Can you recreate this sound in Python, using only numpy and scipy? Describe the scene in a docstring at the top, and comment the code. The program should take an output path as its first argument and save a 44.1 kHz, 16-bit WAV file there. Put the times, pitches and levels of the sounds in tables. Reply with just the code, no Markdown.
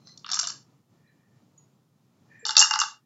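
"""Treats tumbling in a feeder ball

A cat nudges a hollow plastic ball on a carpet; dry treats inside tumble twice, setting the shell ringing.
Filtered noise makes the ball's rub on the pile and the treats' slide; decaying sines make small lone rings.
Shaped noise makes the low room hum, and a fading noise tail the echo of a furnished room.
A small microphone with a steep treble cut hears it all.
"""
import sys
import numpy as np
from scipy import signal
from scipy.fft import rfft, irfft
from scipy.io import wavfile

SR = 44100
rng = np.random.default_rng(int(sys.argv[2]) if len(sys.argv) > 2 else 0)


def file_out(sig):
    """Save sig as 16-bit WAV at sys.argv[1]."""
    # one column per channel
    cols = np.atleast_2d(sig).T
    # limit, then scale
    lim = np.clip(cols, -1, 1)
    pcm = np.round(lim * 32767).astype(np.int16)
    wavfile.write(sys.argv[1], SR, pcm)


def undo_db(level):
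    """Turn decibels back into plain size, where 20 dB means ten times bigger."""
    steps = np.asarray(level, float) / 20
    return 10 ** steps


N = 134505  # length in samples

# Treats striking the shell. Each row: start in seconds, then base levels in dB of the treble modes,
# the bass modes and the mid ring, and the centre of the treble in Hz.
HITS = [(0.0717, -44, -57.5, -85, 5600), (0.1749, -40.5, -81, -81, 5500), (0.2447, -42, -40.5, -49, 3400),
        (0.2636, -38, -39, -49, 4500), (0.2904, -32, -34, -59, 4900), (0.3003, -32, -41.5, -54, 5000),
        (0.315, -18.5, -41.5, -51.5, 5900), (0.3215, -24.5, -41.5, -56, 5500),
        (0.332, -21.5, -35, -43, 5000), (0.342, -17.5, -36.5, -52.5, 6100), (0.3605, -25, -39.5, -57, 5800),
        (0.3699, -34.5, -30, -40, 4800), (0.3904, -15.5, -28.5, -39, 5400),
        (0.3956, -15.5, -37.5, -44, 5900), (0.43, -29, -39, -47, 5700), (0.4404, -32, -42, -48.5, 4400),
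        (0.4495, -31.5, -41, -41, 5400), (0.4714, -19.5, -36.5, -45.5, 6000),
        (0.4977, -35.5, -40, -41, 5400), (0.5014, -26, -44, -47.5, 6300), (2.4522, -21, -35, -34.5, 4900),
        (2.4644, -22, -34, -33, 5700), (2.4823, -24, -40, -43, 5700), (2.4921, -21, -26.5, -45.5, 5100),
        (2.5072, -24.5, -30.5, -30, 6100), (2.5529, -28.5, -31, -36.5, 4700),
        (2.5667, -2.5, -21, -23.5, 5000), (2.5800, -6.5, -32, -39, 6100),
        (2.5918, -2.5, -35.5, -31.5, 6500), (2.5970, -7, -28.5, -33.5, 6500), (2.6023, -8, -27, -34, 6000),
        (2.6134, -12, -22, -17.5, 5400), (2.624, -11.5, -20, -16.5, 5700),
        (2.6564, -31.5, -29.5, -51.5, 5600), (2.709, -18.5, -21.5, -24.5, 5600),
        (2.7372, -17.5, -22, -23, 5100), (2.7577, -47.5, -23, -32, 5300), (2.7891, -18, -26.5, -25.5, 6300),
        (2.8, -14, -37, -27.5, 6000), (2.8153, -18, -17, -29.5, 5100)]
# Lower modes of the shell. 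Each row: pitch in Hz, level in dB added to the hit's bass, 60 dB decay in seconds.
BASS_MODES = [(1188, 3, 0.014), (1305, -1.5, 0.028), (1472, 1.5, 0.013), (1658, -2.5, 0.013),
              (2015, -12.5, 0.019)]
# More such modes, free only while the ball lies on its side, until it tips.
# Each row: pitch in Hz, level in dB added to the hit's bass, 60 dB decay in seconds.
SIDE_MODES = [(940, -10, .02), (2350, -9.5, .015), (2740, -7.5, .015), (3615, -8, 0.044)]
# Mid ring of the shell, first before and then after the ball tips.
# Each row: level in dB added to the hit's ring, 60 dB decay in seconds.
RING_MODE = [(6, 0.016), (1.2, 0.052)]
# Pitch of the mid ring as the ball rocks. Each row: time in seconds, pitch in Hz before a small random detune.
RING_PITCH = [(2.45, 2930), (2.51, 2874), (2.57, 2730), (2.62, 2855), (2.71, 2802)]
# Treble modes of the shell. Each row: pitch in Hz, level in dB added to the hit's treble.
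TREBLE_MODES = [(3100, 10), (3650, 9.5), (4200, -1), (4550, 4), (5080, 0.5), (5550, 3.5), (6150, -4),
                (6550, -1), (7300, 2)]
# Loudness of the shell dragged over the pile. Each row: time in seconds, level in dB.
DRAG_LEVEL = [(.9, -95.5), (1.039, -75), (1.1, -65.5), (1.165, -87), (1.199, -76), (1.259, -76.5),
              (1.31, -85), (1.386, -78), (1.42, -103.5), (2.259, -91), (2.324, -57), (2.45, -56),
              (2.5, -87.5)]
# Resonances of that drag. Each row: pitch in Hz, width of one filter pass in Hz, relative level in dB.
DRAG_PEAKS = [(1800, 160, 0), (2390, 120, -9)]
# Loudness of the treats sliding inside. Each row: time in seconds, level in dB.
SLIDE_LEVEL = [(.045, -72), (.075, -53), (0.125, -55), (.17, -74), (0.3, -99)]
# Resonances of that slide. Each row: pitch in Hz, width of one filter pass in Hz, relative level in dB.
SLIDE_PEAKS = [(4150, 230, 5), (5300, 260, -5.5), (6064, 170, -1)]
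# Lone rings. Each row: start in seconds, strength in dB, pitch in Hz, 60 dB decay in seconds.
TONES = [(.09, -58, 1995, 0.066), (.31, -44.5, 744, .15), (.43, -42.5, 691.4, 0.14),
         (1.074, -66, 4010, 0.11), (1.577, -47.5, 6750, 0.067), (2.392, -55, 7370, 0.12),
         (2.428, -47, 462, 0.2), (2.575, -40, 630, 0.15)]
# Colour of the room hum. Each row: frequency in Hz, relative level per Hz in dB.
HUM_COLOUR = [(30, -53.5), (75, -30.5), (97, -8), (140, -1), (500, -20.5), (1300, -26), (1600, -34.5),
              (8000, -36.5), (10400, -78)]
# Loudness of the room hum before it wavers. Each row: time in seconds, level in dB.
HUM_LEVEL = [(0, -59.5), (.55, -59.5), (1.0, -66), (1.62, -62), (1.9, -67), (2.35, -61), (2.7, -69)]

TIP_S = 2.3  # when the ball tips off its side
AIR_HZ, AIR_DB, AIR_T60_S = 870, -6.5, 0.066  # air inside the ball as it rings after the tip; before the tip its lower ring is among the lone rings
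CHATTER_S, CHATTER_DB = 0.0025, -6  # a treat touches three times within a hit
REBOUND_S, REBOUND_DB = 0.025, -10.5  # lighter treats follow within this time
CONTACT_S, BASS_CONTACT_S = 0.0005, 0.0008  # swell time of the treble and of the other modes
TREBLE_T60_S, TREBLE_SPREAD_OCT = 0.009, 0.24  # treble decay, and its spread around the centre in octaves
MODE_SCATTER_DB, RING_SCATTER = 6.0, 0.01  # random mode strength, and random ring pitch as a fraction


def ring(s, size, hz, t60, contact_s):
    """Contacts of given times and sizes set a decaying sine ringing; it swells over the contact time."""
    sample = np.clip((s * SR).astype(int), 0, N - 1)
    blows = np.bincount(sample, size, N) + 1e-18
    w = 2 * np.pi * hz / SR  # turn per sample
    soft = np.exp(-1 / (contact_s * SR))
    b = [(1 - soft ** 2) / 2, 0, (soft ** 2 - 1) / 2]
    swelling = signal.lfilter(b, [1, -2 * soft * np.cos(w), soft ** 2], blows)
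    r = undo_db(-60 / (t60 * SR))  # decay per sample
    return signal.lfilter([0, np.sin(w)], [1, -2 * r * np.cos(w), r * r], swelling)


def mid_ring(s, lag, loss_db, ring_db):
    """One shell mode whose pitch follows the rocking ball, with a small detune for each hit."""
    out = np.zeros(N)
    detune = 1 + RING_SCATTER * rng.standard_normal(len(HITS))
    for start, late, db, off in zip(s, lag, ring_db, detune):
        mode_db, t60 = RING_MODE[int(start[0] > TIP_S)]
        hz = np.interp(start[0], *np.transpose(RING_PITCH)) * off
        out = out + ring(start + late, undo_db(db + loss_db + mode_db), hz, t60, BASS_CONTACT_S)
    return out


def shell_modes(touch_s, loss_db, modes, contact_s):
    """Modes ring together; each touch shares its strength among them anew, with random signs."""
    out = np.zeros(N)
    even = np.array([undo_db(db + loss_db) for _, db, _ in modes])
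    size = even * undo_db(MODE_SCATTER_DB * rng.standard_normal(even.shape))
    # keep the total energy of every touch
    size = size * np.sqrt((even ** 2).sum(axis=0) / (size ** 2).sum(axis=0))
    size = size * rng.choice([-1, 1], even.shape)
    for (hz, _, t60), row in zip(modes, size):
        out = out + ring(touch_s.ravel(), row.ravel(), hz, t60, contact_s)
    return out


def treats():
    """Each hit is a quick chatter of three touches and five rebounds that ring the shell and its air."""
    s, treble_db, bass_db, ring_db, centre_hz = np.array(HITS).T[:, :, None]
    lag = rng.random((len(HITS), 8)) * np.r_[0, CHATTER_S, CHATTER_S, [REBOUND_S] * 5]
    loss_db = np.r_[0, CHATTER_DB, CHATTER_DB, [REBOUND_DB] * 5]

    # -200 dB silences a mode
    bass = [(hz, bass_db + db, t60) for hz, db, t60 in BASS_MODES]
    bass += [(hz, np.where(s < TIP_S, bass_db + db, -200), t60) for hz, db, t60 in SIDE_MODES]
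    bass += [(AIR_HZ, np.where(s > TIP_S, bass_db + AIR_DB, -200), AIR_T60_S)]

    treble = []
    for hz, db in TREBLE_MODES:
        # weaker the further a mode lies from the hit's treble centre
        off_centre_db = 3 * (np.log2(hz / centre_hz) / TREBLE_SPREAD_OCT) ** 2
        treble.append((hz, treble_db + db - off_centre_db, TREBLE_T60_S))

    out = mid_ring(s, lag, loss_db, ring_db)
    out = out + shell_modes(s + lag, loss_db, bass, BASS_CONTACT_S)
    out = out + shell_modes(s + lag, loss_db, treble, CONTACT_S)
    # thin out the sound below 760 Hz
    return signal.sosfilt(signal.butter(6, 760, "high", fs=SR, output="sos"), out)


def unit(x):
    """Scale to an average strength (rms) of 1."""
    return x / np.sqrt(np.mean(x ** 2) + 1e-30)


def level(rows):
    """Gain over time, drawn through rows of seconds and dB."""
    s, db = np.transpose(rows)
    return undo_db(np.interp(np.arange(N) / SR, s, db))


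def rubbed(peaks, rows, grain_db):
    """Gritty noise passes twice through each of some parallel resonances, under a level curve."""
    grain = undo_db(grain_db * rng.standard_normal(N // 200 + 1))  # a new loudness every 200 samples
    grit = rng.standard_normal(N) * grain.repeat(200)[:N]
    out = np.zeros(N)
    for hz, width, db in peaks:
        r = np.exp(-np.pi * width / SR)
        b = [(1 - r * r) / 2, 0, (r * r - 1) / 2]
        a = [1, -2 * r * np.cos(2 * np.pi * hz / SR), r * r]
        once = signal.lfilter(b, a, grit)
        out = out + undo_db(db) * signal.lfilter(b, a, once)
    return unit(out) * level(rows)


def drag():
    """The shell rubs over the carpet pile, as gritty noise through the drag resonances."""
    return rubbed(DRAG_PEAKS, DRAG_LEVEL, grain_db=1)


def slide():
    """Treats slide inside the ball with a thin whisper, as gritty noise through higher resonances."""
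    return rubbed(SLIDE_PEAKS, SLIDE_LEVEL, grain_db=1.5)


def tones():
    """Single thin rings: decaying sines that swell softly."""
    out = np.zeros(N)
    for s, db, hz, t60 in TONES:
        out = out + ring(np.array([s]), undo_db([db]), hz, t60, contact_s=0.0015)
    return out


def room(x):
    """A dense tail of reflections, modelled as noise that builds up after each sound and dies ever faster."""
    t = np.arange(SR // 2) / SR
    tail = rng.standard_normal(len(t)) * undo_db(-60 * t / 0.36)  # 60 dB down in 0.36 s, before the next fade
    tail = tail * np.clip(t / 0.012, 0, 1)  # builds up over 12 ms
    tail = tail * np.exp(-(t / 0.155) ** 4)  # fades faster near 0.155 s
    tail = tail / np.sqrt(np.sum(tail ** 2))
    return undo_db(-9) * signal.fftconvolve(x, tail)[:N]


def hum():
    """Low room noise, random noise coloured by frequency and slowly wavering."""
    hz, db = np.transpose(HUM_COLOUR)
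    f = np.maximum(np.arange(N // 2 + 1) * SR / N, 1)
    colour = undo_db(np.interp(np.log(f), np.log(hz), db))
    noise = unit(irfft(rfft(rng.standard_normal(N)) * colour, N))
    waver = np.interp(np.arange(N), np.linspace(0, N, 40), rng.standard_normal(40))
    return noise * level(HUM_LEVEL) * undo_db(2 * waver)  # random points spread by 2 dB


def scene():
    """The ball, its echo in the room and the hum, added together."""
    ball = treats() + tones() + drag() + slide()
    return (ball + room(ball) + hum())[None]


def band_limit(x):
    """A steep low-pass at the top of the band."""
    return signal.sosfilt(signal.butter(12, 15750, fs=SR, output="sos"), x)


def record(dry):
    """The microphone rounds loud peaks and cuts the treble steeply; a thin click and faint hiss join."""
    overload = 0.74  # no peak passes this size
    rounded = dry / (1 + (dry / overload) ** 6) ** (1 / 6)
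    treble_cut = signal.ellip(10, 0.5, 65, 7500, fs=SR, output="sos")  # 7500 Hz edge, 65 dB down beyond
    mix = signal.sosfilt(treble_cut, rounded)
    mix[:, int(2.5678 * SR)] += undo_db(-38)  # one-sample click by the hardest blow, added after the cut
    mix = mix + undo_db(-82) * rng.standard_normal(dry.shape)  # hiss
    return band_limit(mix)


dry = scene()
out = record(dry)
file_out(out)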